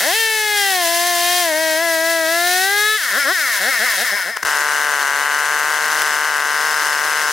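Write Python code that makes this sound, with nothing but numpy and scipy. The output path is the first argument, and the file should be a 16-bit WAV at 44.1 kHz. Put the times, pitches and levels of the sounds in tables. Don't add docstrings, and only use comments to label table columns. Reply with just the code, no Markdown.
import sys
import numpy as np
from scipy import signal
from scipy.fft import rfft, irfft, next_fast_len
from scipy.io import wavfile
from scipy.ndimage import uniform_filter1d, map_coordinates

SR = 44100
rng = np.random.default_rng(int(sys.argv[2]) if len(sys.argv) > 2 else 0)


def file_out(sig):
    cols = np.atleast_2d(sig).T
    lim = np.clip(cols, -1, 1)
    pcm = np.round(lim * 32767).astype(np.int16)
    wavfile.write(sys.argv[1], SR, pcm)


N = 322812
TIME = np.arange(N) / SR
TOP_HZ = 15800

def amp(db):
    return 10 ** (np.asarray(db) / 20)

def unit(x):
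    return x / np.sqrt(np.mean(x ** 2) + 1e-20)

def steady(x):
    power = uniform_filter1d(uniform_filter1d(x ** 2, size=900), size=700)
    return x / np.sqrt(np.abs(power) + 1e-12)

def along(points, hz):
    f, v = np.transpose(points)
    return np.interp(np.log(hz + 1), np.log(f + 1), v)

def curves(rows):
    times, *columns = np.transpose(rows)
    return [np.interp(TIME, times, column) for column in columns]

def wobble(rate):
    return map_coordinates(rng.standard_normal(int(N * rate / SR) + 4), [np.arange(N) * rate / SR])

def filtered(x, response):
    size = next_fast_len(N + SR // 2)
    return irfft(rfft(x, size) * response(np.fft.rfftfreq(size, 1 / SR)), size)[..., :N]

def ring(x, colour, size=4096):
    cepstrum = irfft(np.log(amp(along(colour, np.fft.rfftfreq(size, 1 / SR)))))
    cepstrum[1:size // 2] *= 2
    cepstrum[size // 2 + 1:] = 0
    return signal.oaconvolve(x, irfft(np.exp(rfft(cepstrum))))[:N]

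def pulses(at, sizes, count=8):
    taps = at.astype(int)[:, None] + np.arange(1 - count, count + 1)
    offset = taps - at[:, None]
    shape = np.sinc(offset) * np.cos(np.pi * offset / (2 * count)) ** 2
    return np.bincount(np.clip(taps, 0, N).ravel(), (sizes[:, None] * shape).ravel(), N + 1)[:N]

def pan(x, left_db):
    return x * amp(np.array([[left_db], [-left_db]]) / 2)

# (time [s], firing rate [Hz])
PULL_SPEED = [(0.0, 158), (0.04, 244), (0.07, 301.4), (0.11, 360), (0.15, 435.6), (0.19, 453),
              (0.55, 414.2), (0.68, 391), (0.86, 335.3), (1.08, 352.5), (1.17, 346), (1.4, 357.2),
              (1.53, 306.0), (1.62, 321.5), (1.75, 313), (1.83, 338), (1.98, 321.5), (2.11, 334),
              (2.26, 319), (2.37, 342), (2.58, 368), (2.73, 406.5), (2.91, 433), (2.96, 432)]
# (opening time [s], closing time [s], starting rate [Hz], rate reached [Hz])
THROTTLE_BLIPS = [(3.13, 3.198, 194, 292.6), (3.254, 3.335, 266.5, 389.4), (3.606, 3.707, 185, 274.3),
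                  (3.801, 3.857, 210.5, 260.6), (3.979, 4.044, 184, 255.8), (4.123, 4.159, 197.8, 208),
                  (4.259, 4.319, 169.2, 236.6)]
RELEASE_S, FADE_S, GONE_S = 2.968, 4.19, 4.49
def crank_speed(idle_hz=110.1, final_hz=167.3):
    def sink(until, low):
        log_excess = np.log([top - idle_hz, low - idle_hz])
        return idle_hz + np.exp(np.interp(TIME, [since, until], log_excess))
    speed, = curves(PULL_SPEED)
    since, top = RELEASE_S, PULL_SPEED[-1][1]
    for opens, shuts, low, reached in THROTTLE_BLIPS:
        speed = np.where(TIME >= since, sink(opens, low), speed)
        swing = np.sin(np.pi / 2 * np.clip((TIME - opens) / (shuts - opens), 0, 1)) ** 2
        speed = np.where(TIME >= opens, low + (reached - low) * swing, speed)
        since, top = shuts, reached
    return np.where(TIME >= since, sink(GONE_S, final_hz), speed)

def throttle(lead_s=0.0059):
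    ahead = TIME + lead_s
    blips = sum((ahead >= opens) & (ahead < shuts) for opens, shuts, *_ in THROTTLE_BLIPS)
    held = (TIME < RELEASE_S) + blips
    return uniform_filter1d(held.astype(float), size=900)

def firings(speed, align_s=0):
    turns = np.cumsum(speed) / SR
    turns = turns - turns[int(align_s * SR)] % 1
    return turns, np.interp(np.arange(1, int(turns[-1])), turns, np.arange(N))

# (time [s], frequency [Hz])
GROUND_NOTCH = [(0, 1330), (1.35, 1310), (2.3, 1109), (2.75, 1051), (3.0, 836), (3.3, 870), (3.7, 1130)]
def direct_and_bounce(at, rough):
    notch_hz, = curves(GROUND_NOTCH)
    ragged = rough[at.astype(int)]
    late, strong = rng.standard_normal((len(at), 2)).T
    at = at + SR * 0.00006 * ragged * late
    sizes = amp(0.81 * ragged * strong)
    delay = SR / (2 * notch_hz[at.astype(int)])
    return steady(pulses(at, sizes)), steady(pulses(at + delay, sizes))

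def puffs(turns, length):
    return unit(rng.standard_normal(N) * np.exp(-(turns % 1) / length))

# (frequency [Hz], gain [dB])
PIPE_RESPONSE = [(80, -52), (180, -16), (320, -14), (450, -8.5), (560, -0.5), (660, 1.5), (780, 3),
                 (900, -6), (1040, 2.5), (1150, -1.5), (1400, -6), (2500, -76.5)]
# (firing rate [Hz], level [dB])
POWER_BAND_LEVEL = [(170, -30), (260, -26), (310, -20.5), (368, -22), (425, -27), (455, -29.5)]
def exhaust_pipe(gas, speed):
    return pan(amp(along(POWER_BAND_LEVEL, speed)) * steady(ring(gas, PIPE_RESPONSE)), left_db=5)

# (frequency [Hz], gain [dB])
MUFFLER_RESPONSE = [(400, -82.5), (900, -20), (1200, 5.5), (1400, 12.5), (1620, 14), (1780, 14.5),
                    (2050, 8), (2200, 5.5), (2400, -12), (3200, -49.5), (7000, -56)]
def muffler_bark(gas, level_db):
    return pan(amp(level_db) * steady(ring(gas, MUFFLER_RESPONSE)), left_db=4.5)

# (frequency [Hz], gain [dB])
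SHELL_RESPONSE = [(1200, -64.5), (2350, 0), (2650, 8), (2900, -1), (3200, 10.5), (3550, 4.5), (3850, 9),
                  (4500, -1), (6000, -11.5), (10000, -5), (16000, -39)]
def shell_rasp(gas, level_db):
    return pan(amp(level_db) * steady(ring(gas, SHELL_RESPONSE)), left_db=3.4)

# (frequency [Hz], bandwidth [Hz], distant gain [dB], close gain [dB])
METAL_MODES = [(2990, 75, 0, 7.5), (5980, 240, -3, -4), (6085, 200, 4, 9), (7700, 230, 4.5, 4.5),
               (8730, 160, 4, 6.5), (9740, 160, 6, 2), (11500, 330, 2, 0), (13300, 250, -5, 6),
               (14300, 250, 2, 6)]
# (frequency [Hz], correlation [0-1])
HISS_COHERENCE = [(60, 0.078), (300, 0.74), (1800, 1), (4000, 0.82), (9000, 0.65), (15000, 0.8)]
def hiss(colour, turns, throb, grain_db, close):
    def response(hz):
        modes_db = sum((close_db if close else far_db) / (1 + (2 * (hz - centre) / width) ** 2)
                       for centre, width, far_db, close_db in METAL_MODES)
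        angle = np.arccos(np.clip(along(HISS_COHERENCE, hz), -1, 1)) / 2
        return amp(along(colour, hz) + modes_db) * [np.cos(angle), np.sin(angle)]
    flow = 1 + throb * np.cos(2 * np.pi * (turns - 0.15))
    grain = amp(grain_db * wobble(700) + 0.8 * wobble(45))
    mid, side = filtered(flow * grain * rng.standard_normal((2, N)), response)
    treble = filtered(mid, lambda hz: (hz > 4500) & (hz < TOP_HZ))
    return np.array([mid + side, mid - side]) / np.std(treble)

def guide_bar(level_db, ring_hz=5180, width_hz=340):
    rattle = (rng.standard_normal(N) + 0.15 * rng.standard_normal((2, N))) * amp(2.8 * wobble(300))
    sizzle = unit(filtered(rattle, lambda hz: 1 / (1 + ((hz - ring_hz) / width_hz) ** 2) ** 2))
    return pan(amp(level_db) * sizzle, left_db=5)

# (frequency [Hz], gain [dB])
COAST_RESPONSE = [(100, -43), (280, -19.5), (450, -18), (650, -4.5), (850, -11), (1020, -3), (1150, -7),
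                  (1450, 4.5), (1650, 2.5), (1820, 8.5), (1950, 1.5), (2200, 3), (2450, -14), (3500, -28),
                  (7000, -44)]
SINGING_ORDERS = [(5, 0.15), (8, .15)]
def coasting_whine(gas, turns, level_db):
    singing = sum(strength * np.cos(2 * np.pi * order * turns) for order, strength in SINGING_ORDERS)
    return pan(amp(level_db) * steady(ring(gas + singing, COAST_RESPONSE)), left_db=4.5)

# (time [s], relative level [dB])
BARK_ENVELOPE = [(0, -18), (.12, -24.5), (.2, -20.5), (.62, -21.5), (.85, -24.5), (1.38, -24.5),
                 (1.5, -22.5), (2.5, -21.5), (2.78, -17), (2.95, -18.5), (3.0, -21.5), (3.14, -16),
                 (3.35, -19), (3.65, -16.5), (4.2, -19)]
HISS_ENVELOPE = [(0, -24), (.3, -26.5), (.65, -25.5), (1.42, -22.5), (1.52, -27), (2.25, -27), (2.55, -24),
                 (3.0, -28.5), (3.45, -26), (4.02, -26.5), (4.2, -32)]
# (frequency [Hz], relative spectral density [dB])
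FAR_AIR_SPECTRUM = [(30, -25), (150, -25), (400, -20.5), (1100, -16), (1800, 2), (2400, -4.5), (4200, 1),
                    (6000, 1.5), (8000, -5), (10000, -1.5), (12600, -4), (15800, -5.5)]
def revving_saw(work_hz=325, surge_db_per_octave=3.5, rasp_db_per_octave=13.5):
    speed, opening = crank_speed(), throttle()
    coasting = 1 - opening
    octaves = np.log2(speed / work_hz)
    above, below = np.maximum(octaves, 0), np.maximum(-octaves, 0)
    surge_db = -surge_db_per_octave * below
    bark_db = curves(BARK_ENVELOPE)[0] + surge_db + 0.89 * wobble(10)
    hiss_db = curves(HISS_ENVELOPE)[0] + 1.5 + 0.88 * wobble(14)
    rasp_db = hiss_db - 5 + rasp_db_per_octave * above - 4 * coasting + 1.2 * wobble(7)
    slack = np.clip((TIME - RELEASE_S) / 0.36, 0, 1)
    bar_db = -41 + 8.5 * slack + surge_db + 1.44 * wobble(10)
    rough = 0.076 + 0.92 * below + 0.14 * coasting
    turns, at = firings(speed * (1 + 0.001496 * wobble(25)))
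    direct, bounce = direct_and_bounce(at, rough)
    notched = steady(direct + 0.83 * bounce)
    pipe = exhaust_pipe(notched + 0.32 * rough * puffs(turns, length=0.41), speed)
    bark = muffler_bark(notched + 0.52 * rough * puffs(turns, length=1.0), bark_db)
    gas = steady(direct + 0.33 * bounce) + 1.14 * rough * puffs(turns, length=0.62)
    exhaust = opening * (pipe + bark) + coasting * coasting_whine(gas, turns, bark_db - 0.5)
    air = amp(hiss_db) * hiss(FAR_AIR_SPECTRUM, turns, throb=0.075, grain_db=0.5, close=False)
    return exhaust + shell_rasp(gas, rasp_db) + air + guide_bar(bar_db)

# (time [s], firing rate [Hz])
PUTTER_RATE = [(4.45, 151.3), (4.57, 147.2), (4.64, 148), (4.71, 147.7), (4.9, 147.9), (4.97, 143.3),
               (5.07, 141.8), (5.35, 147.4), (5.55, 148.6), (5.65, 150.6), (5.95, 151.6), (6.11, 148.9),
               (6.28, 151.0), (6.4, 146), (6.67, 152), (6.99, 148.0), (7.07, 151.6), (7.32, 150.6)]
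# (time [s], relative hiss level [dB], relative bar level [dB])
PUTTER_ENVELOPES = [(4.47, -27.5, -29), (4.75, -29, -40.5), (5.5, -29.5, -48), (6.03, -28, -31),
                    (6.42, -30.5, -35), (6.62, -28.5, -28.5), (7.32, -28.5, -31)]
# (frequency [Hz], gain [dB])
CLOSE_PIPE_RESPONSE = [(60, -41), (150, -33.5), (300, -27.5), (450, -14), (600, -13.5), (850, -4.5),
                       (1280, -1.5), (1480, 2), (1590, 5), (1700, -2), (1980, -2.5), (2450, -20),
                       (2800, -9.5), (3800, -38.5), (12000, -36)]
# (frequency [Hz], relative spectral density [dB])
CLOSE_AIR_SPECTRUM = [(30, -22), (120, -19), (400, -0.5), (900, 4), (1900, 9.5), (2450, 0), (2850, 0.5),
                      (4000, 1), (6500, 2), (8000, -2.5), (11000, -1.5), (12300, -6), (13500, -12),
                      (15800, -9.5)]
def puttering_saw(first_pop_s=4.3712, bang_db=1, bang_late_s=0.00023, echo_s=0.001935):
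    speed, = curves(PUTTER_RATE)
    hiss_db, bar_db = curves(PUTTER_ENVELOPES)
    exhaust_db = -19.02 - 0.25 * (TIME - first_pop_s)
    turns, at = firings(speed * (1 + 0.002055 * wobble(18)), first_pop_s)
    late, strong = rng.standard_normal((len(at), 2)).T
    pops_per_bang = np.clip(3.1 + 0.4 * wobble(3)[at.astype(int)], 3, 4)
    bang = np.diff(np.floor(np.cumsum(1 / pops_per_bang)), prepend=0)
    at = at + SR * (bang_late_s * bang + 0.000018 * late)
    sizes = amp(bang_db * bang + 0.4 * strong)
    echo = 0.14 * pulses(at + SR * echo_s, sizes)
    gas = unit(pulses(at, sizes) + echo) + 0.08 * puffs(turns, length=0.6)
    exhaust = amp(exhaust_db) * unit(ring(gas, CLOSE_PIPE_RESPONSE))
    air = amp(hiss_db + 1) * hiss(CLOSE_AIR_SPECTRUM, turns, throb=0.13, grain_db=1.5, close=True)
    return pan(exhaust, left_db=5) + pan(air, left_db=1.5) + guide_bar(bar_db - 5.5)

# (time [s], level [dB], spectral peak [Hz], 60 dB decay time [s])
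KNOCK_EVENTS = [(4.434, -32.5, 130, 0.1), (6.019, -14, 4000, 0.025)]
def knocks():
    out = np.zeros(N)
    for start, db, peak_hz, t60 in KNOCK_EVENTS:
        noise = unit(filtered(rng.standard_normal(N), lambda hz: hz / (hz ** 2 + peak_hz ** 2)))
        out += noise * (TIME >= start) * amp(db - 60 * np.abs(TIME - start) / t60)
    return pan(out, left_db=3)

# (start [s], end [s])
CLOSE_SPANS = [(4.366, 4.3735), (4.427, 4.436), (4.449, 7.4)]
def scene():
    gate = sum(1.0 * ((TIME >= start) & (TIME < end)) for start, end in CLOSE_SPANS)
    close = uniform_filter1d(gate, size=60)
    fade = np.clip((GONE_S - TIME) / (GONE_S - FADE_S), 0, 1)
    return (1 - close) * fade * revving_saw() + close * puttering_saw() + knocks()

def record(dry):
    return filtered(dry, lambda hz: hz < TOP_HZ)

dry = scene()
out = record(dry)
file_out(out)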